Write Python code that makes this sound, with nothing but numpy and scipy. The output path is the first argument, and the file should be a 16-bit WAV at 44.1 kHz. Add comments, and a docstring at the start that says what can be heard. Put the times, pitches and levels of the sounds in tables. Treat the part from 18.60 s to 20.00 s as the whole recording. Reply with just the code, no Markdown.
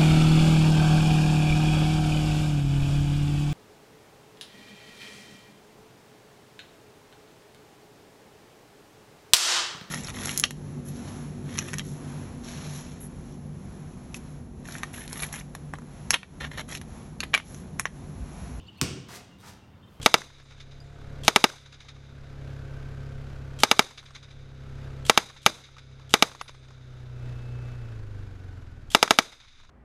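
"""Ball on a knee in a park shelter

A ball smacks against a knee: its skin cracks, its shell rings, ball and leg thump, and the concrete
floor, wall and roof throw the hit back. Two shoe scuffs drag grit over the floor, with faint ticks
and a sleeve swish. Small birds chirp outside over a low outdoor rumble."""
import sys
import numpy as np
from scipy import signal
from scipy.io import wavfile
from scipy.ndimage import uniform_filter1d

SR = 44100
rng = np.random.default_rng(int(sys.argv[2]) if len(sys.argv) > 2 else 0)


def file_out(sig):
    """Save sig as 16-bit WAV at sys.argv[1]."""
    # one column per channel
    cols = np.atleast_2d(sig).T
    # limit, then scale
    lim = np.clip(cols, -1, 1)
    pcm = np.round(lim * 32767).astype(np.int16)
    wavfile.write(sys.argv[1], SR, pcm)


N = 61739
T = np.arange(N) / SR

# bright crack of the ball's skin (frequency [Hz], relative level [dB])
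CRACK_COLOUR = [(150, -50), (600, -8.5), (1200, -5), (1700, -7), (2200, -5), (2800, 0.5), (4100, -6.5),
                (5200, 1), (7000, -4.5), (8300, -2), (10400, -12.5), (13000, -15.5), (16000, -20.5)]
# short rings of the shell (frequency [Hz], level [dB], t60 [s])
SHELL_MODES = [(1078, -28.5, 0.025), (1270, -28, 0.013), (2186, -31.5, 0.038), (2750, -27.5, 0.0056),
               (4994, -22.5, 0.014), (6100, -36.5, 0.013)]
# thump of ball and leg (frequency [Hz], level [dB], t60 [s], attack [s])
THUMP_MODES = [(81.5, -24.5, 0.15, .012), (138, -16, 0.086, 0.0091), (213, -27.5, 0.013, .007),
               (265, -16, 0.055, 0.0078), (375.4, -26.5, 0.078, 0.0059), (493, -34, 0.084, 0.015)]
# first slaps off floor, wall and roof (delay [s], gain [dB])
ECHOES = [(.0061, -13.5), (.0085, -46), (.0108, -20.5), (.0139, -16.5), (0.0228, -17), (.0248, -40.5)]
# shoe scuffs (touch [s], peak [s], end [s], touch level [dB], peak level [dB], peak to end [dB])
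SCUFFS = [(0.486, 0.563, 0.61, -52.5, -43, -19.5), (0.794, 0.888, .955, -67.5, -48.5, -23.5)]
# rasp of grit on concrete (frequency [Hz], relative level [dB])
SCUFF_COLOUR = [(60, -19.5), (300, 4.5), (800, -7), (1500, 3), (2600, -2), (4000, 0.5), (6000, -0.5),
                (8500, -5), (12000, -9), (16000, -17.5)]
# the sole taking weight (time [s], level [dB], attack [s], t60 [s])
SOLE_RUBS = [(.487, -45, 0.0021, 0.088), (0.504, -42, 0.0044, 0.057), (0.523, -44.5, 0.015, 0.13),
             (0.821, -47, 0.024, .22), (0.859, -45.5, 0.017, 0.11)]
# dull tone of that rub (frequency [Hz], relative level [dB])
SOLE_COLOUR = [(60, -12), (200, -5), (500, -16), (800, 0), (1150, 3), (2100, -4), (3200, -27.5),
               (8000, -45), (16000, -43)]
# faint ticks of grit and cloth (time [s], level [dB])
TICKS = [(0.175, -41), (0.182, -38), (.786, -42), (0.792, -49.5), (.803, -36), (0.81, -37), (0.934, -38)]
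# crisp tone of sleeve and ticks (frequency [Hz], relative level [dB])
RUSTLE_COLOUR = [(300, -6.5), (3000, 4.5), (7000, -3.5), (13000, -2.5), (16000, -7.5)]
# bird notes (start [s], length [s], start pitch [Hz], end pitch [Hz], arch [Hz], level [dB])
BIRD_NOTES = [(-.006, 0.0085, 2850, 2740, 48, -42.5), (.006, 0.0066, 3400, 2600, -5, -58.5),
              (.065, 0.017, 4150, 4800, 2, -56.5), (0.07, 0.019, 7150, 7560, 0, -69),
              (.072, 0.017, 3670, 3470, 150, -60.5), (.081, 0.019, 2546, 2597, 472.5, -44),
              (0.159, 0.038, 4100, 4350, 132.5, -60), (0.183, 0.022, 2363, 2514, 269.5, -52),
              (0.207, 0.015, 2914, 3100, 57, -47), (0.707, 0.054, 2820, 2800, 2, -61),
              (0.791, 0.015, 3650, 3780, 35, -65), (1.01, 0.046, 2750, 2750, -12, -63),
              (1.10, 0.064, 2820, 2720, -7, -71), (1.225, 0.037, 3186, 3120, 3, -61.5),
              (1.226, 0.026, 3470, 3550, 86.5, -62.5), (1.267, 0.023, 3100, 3150, 10, -63),
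              (1.375, 0.043, 3140, 3160, 2, -66.5), (1.275, 0.021, 3600, 3420, 51, -64)]
# fader curve of the far birds (time [s], level [dB])
CHORUS_LEVEL = [(0, -63.5), (.2, -67.5), (.5, -68), (1.15, -79.5), (1.24, -74.5), (1.4, -84)]
# their blurred band (frequency [Hz], relative level [dB])
CHORUS_COLOUR = [(100, -59), (2200, -24), (2800, 3), (3600, -2.5), (4000, -12), (4550, -10), (5200, -12),
                 (7500, -22), (10000, -27), (16000, -53.5)]
# outdoor bed of rumble and hiss (frequency [Hz], relative level [dB])
AIR_COLOUR = [(20, -37.5), (45, -9.5), (65, -4.5), (95, 2.5), (135, -5.5), (190, -3), (280, -11),
              (450, -18), (1000, -21), (2000, -29.5), (3000, -32.5), (4200, -38), (7000, -44.5),
              (11000, -49.5), (16000, -49.5)]
# decay of the shelter's reverb tail (frequency [Hz], t60 [s])
ROOM_T60 = [(60, .5), (130, 0.76), (350, 0.87), (1000, 0.62), (3000, 0.68), (6000, 0.57), (10000, 0.4),
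            (16000, 0.21)]
# tone of that tail (frequency [Hz], relative level [dB])
ROOM_COLOUR = [(50, 2), (130, 7), (250, -3), (400, 6.5), (700, 10), (1200, -1.5), (2000, 3), (3000, 2.5),
               (4200, 0.5), (6000, 0.5), (8300, -1), (10500, 1.5), (16000, -7.5)]


def ball(room, hit_s=0.2141, crack_db=2.5, rattle_db=-5.5, smear=0.6):
    """The skin cracks and rattles, the shell rings, ball and leg thump; the shelter answers."""
    skin = click(CRACK_COLOUR)
    crack = amp(crack_db) * convolve(signal.unit_impulse(N), skin)
    crack = signal.lfilter([smear, -1], [1, -smear], crack)  # all-pass: dispersion in the skin
    rattle = convolve(rng.standard_normal(N) * swell(T, rise_s=0.0014, t60=0.012), skin)
    shell = sum(amp(db) * swell(T, 0.0006, t60) * np.sin(2 * np.pi * hz * T)
                for hz, db, t60 in SHELL_MODES)
    thump = sum(amp(db) * swell(T, rise, t60) * np.sin(2 * np.pi * hz * T)
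                for hz, db, t60, rise in THUMP_MODES)
    hit = crack + shell + thump
    direct = hit + amp(rattle_db) * rattle / np.linalg.norm(rattle)
    slaps = sum(amp(db) * delayed(direct, s) for s, db in ECHOES)
    return delayed(direct + slaps + convolve(hit, room), hit_s)


def shoes(room, grains_per_s=12000, send_db=-1):
    """Soles drag grit over concrete, pressing harder until they stop, with a dull rub underneath."""
    grit = rng.standard_normal(N) * amp(-0.5 * np.minimum(rng.exponential(1, N), 3))
    grit *= rng.random(N) < grains_per_s / SR
    drag = np.zeros(N)
    for touch, peak, end, touch_db, peak_db, fall_db in SCUFFS:
        drag_db = np.interp(T, [touch, peak, end], [touch_db, peak_db, peak_db + fall_db])
        drag += amp(drag_db) * (T > touch) * (T < end)
    weight = sum(amp(db) * swell(T - s, rise, t60) for s, db, rise, t60 in SOLE_RUBS)
    rasp = convolve(unit(grit) * drag, click(SCUFF_COLOUR))
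    rub = convolve(rng.standard_normal(N) * weight, click(SOLE_COLOUR))
    return with_reverb(rasp + rub, room, send_db)


def rustle(room, sleeve_db=-69.5, send_db=4.5):
    """Grit and cloth tick faintly; a sleeve swishes as the arms lift."""
    swish = amp(sleeve_db) * bump(peak_s=1.34, width_s=0.062) * rng.standard_normal(N)
    tick = rng.standard_normal(N) * swell(T, rise_s=0.00078, t60=0.024)
    tick /= np.linalg.norm(tick)
    ticks = sum(amp(db) * delayed(tick, s) for s, db in TICKS)
    return with_reverb(convolve(swish + ticks, click(RUSTLE_COLOUR)), room, send_db)


def birds(room, waver_hz=48.4, send_db=-6.5):
    """Small birds whistle short, arched glides that echo under the roof."""
    chirps = np.zeros(N)
    for start, length, first_hz, last_hz, arch_hz, db in BIRD_NOTES:
        progress = np.clip((T - start) / length, 0, 1)
        arch = np.maximum(np.sin(np.pi * progress), 0)
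        glide_hz = first_hz + (last_hz - first_hz) * progress
        hz = glide_hz + arch_hz * arch + waver_hz * wobble(samples=100)
        chirps += amp(db) * np.sqrt(arch) * np.sin(2 * np.pi * np.cumsum(hz) / SR)
    return with_reverb(chirps, room, send_db)


def far_birds(flutter_db=1.5):
    """Distant birds blur into a wavering band of noise."""
    level_db = np.interp(T, *np.transpose(CHORUS_LEVEL)) + flutter_db * wobble(samples=700)
    return convolve(rng.standard_normal(N), click(CHORUS_COLOUR)) * amp(level_db)


def air(bed_db=-52, drift_db=1.5, hum_hz=183, hum_db=-50, size=2048):
    """Distant rumble and soft hiss drift in patches; a low hum swells once."""
    hz, _, spectrum = signal.stft(rng.standard_normal(N), SR, nperseg=size)
    patches = uniform_filter1d(rng.standard_normal(spectrum.shape), size=16, axis=0)  # across frequency
    patches = unit(uniform_filter1d(patches, size=5, axis=1))  # across time
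    spectrum *= amp(read(AIR_COLOUR, hz)[:, None] + drift_db * patches)
    bed = unit(signal.istft(spectrum, SR, nperseg=size)[1][:N])
    hum = bump(peak_s=0.755, width_s=0.065) * np.sin(2 * np.pi * hum_hz * T)
    return amp(bed_db) * bed + amp(hum_db) * hum


def shelter(tail_db=-6.5, build_s=0.011, early_db=-13, size=512):
    """The shelter's impulse response: a quick early cluster and a tail whose treble dies first."""
    hz, t, spectrum = signal.stft(rng.standard_normal(N), SR, nperseg=size)
    decay = np.exp(-np.log(1000) * t / read(ROOM_T60, hz)[:, None])
    colour = amp(read(ROOM_COLOUR, hz))[:, None]
    tail = signal.istft(spectrum * decay * colour, SR, nperseg=size)[1][:N]
    tail *= np.clip(T / build_s - 0.5, 0, 1)
    early = rng.standard_normal(N) * (rng.random(N) < 0.1)
    early *= delayed(swell(T, rise_s=0.0011, t60=0.19), 0.005)
    return amp(tail_db) * tail / np.linalg.norm(tail) + amp(early_db) * early / np.linalg.norm(early)


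def with_reverb(x, room, send_db):
    """The dry sound plus its reverb return."""
    return x + amp(send_db) * convolve(x, room)


def amp(db):
    """Decibels to gain."""
    return 10 ** (np.asarray(db) / 20)


def unit(x):
    """Scales to rms 1."""
    return x / np.sqrt(np.mean(x ** 2) + 1e-20)


def read(points, hz):
    """Reads a table along a log-frequency axis."""
    f, value = np.transpose(points)
    return np.interp(np.log(hz + 1), np.log(f + 1), value)


def convolve(x, response):
    """Convolution cut to the scene's length."""
    return signal.fftconvolve(x, response)[:N]


def delayed(x, s):
    """Moves a sound s seconds later."""
    return np.concatenate([np.zeros(max(round(s * SR), 0)), x])[:N]


def click(colour, size=4096):
    """A minimum-phase click of energy 1 with the given EQ curve."""
    hz = abs(np.fft.fftfreq(size, 1 / SR))
    log_gain = np.log(amp(read(colour, hz)))
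    spectrum = np.exp(np.conj(signal.hilbert(log_gain)))
    pulse = np.fft.ifft(spectrum).real[:size // 2]
    return pulse / np.linalg.norm(pulse)


def swell(t, rise_s, t60):
    """Smooth attack, exponential decay."""
    t = np.maximum(t, 0)
    attack = np.sin(np.pi / 2 * np.minimum(t / rise_s, 1)) ** 2
    return attack * np.exp(-np.log(1000) * t / t60)


def bump(peak_s, width_s):
    """Bell-shaped fade in and out."""
    return np.exp(-((T - peak_s) / width_s) ** 2)


def wobble(samples):
    """Smoothed random modulation of rms 1."""
    return unit(uniform_filter1d(rng.standard_normal(N), size=samples))


def scene():
    """Mono mix: the near sounds share the shelter's reverb; far birds and air stay dry."""
    room = shelter()
    return (ball(room) + shoes(room) + rustle(room) + birds(room) + far_birds() + air())[None]


def record(dry, low_cut_hz=36.5, high_cut_hz=16300):
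    """A gentle low cut and a steep high cut on the whole mix."""
    low_cut = signal.butter(2, low_cut_hz, "highpass", fs=SR, output="sos")
    high_cut = signal.firwin(255, high_cut_hz, window=("kaiser", 9), fs=SR)
    return signal.oaconvolve(signal.sosfilt(low_cut, dry), high_cut[None], "same")


dry = scene()
out = record(dry)
file_out(out)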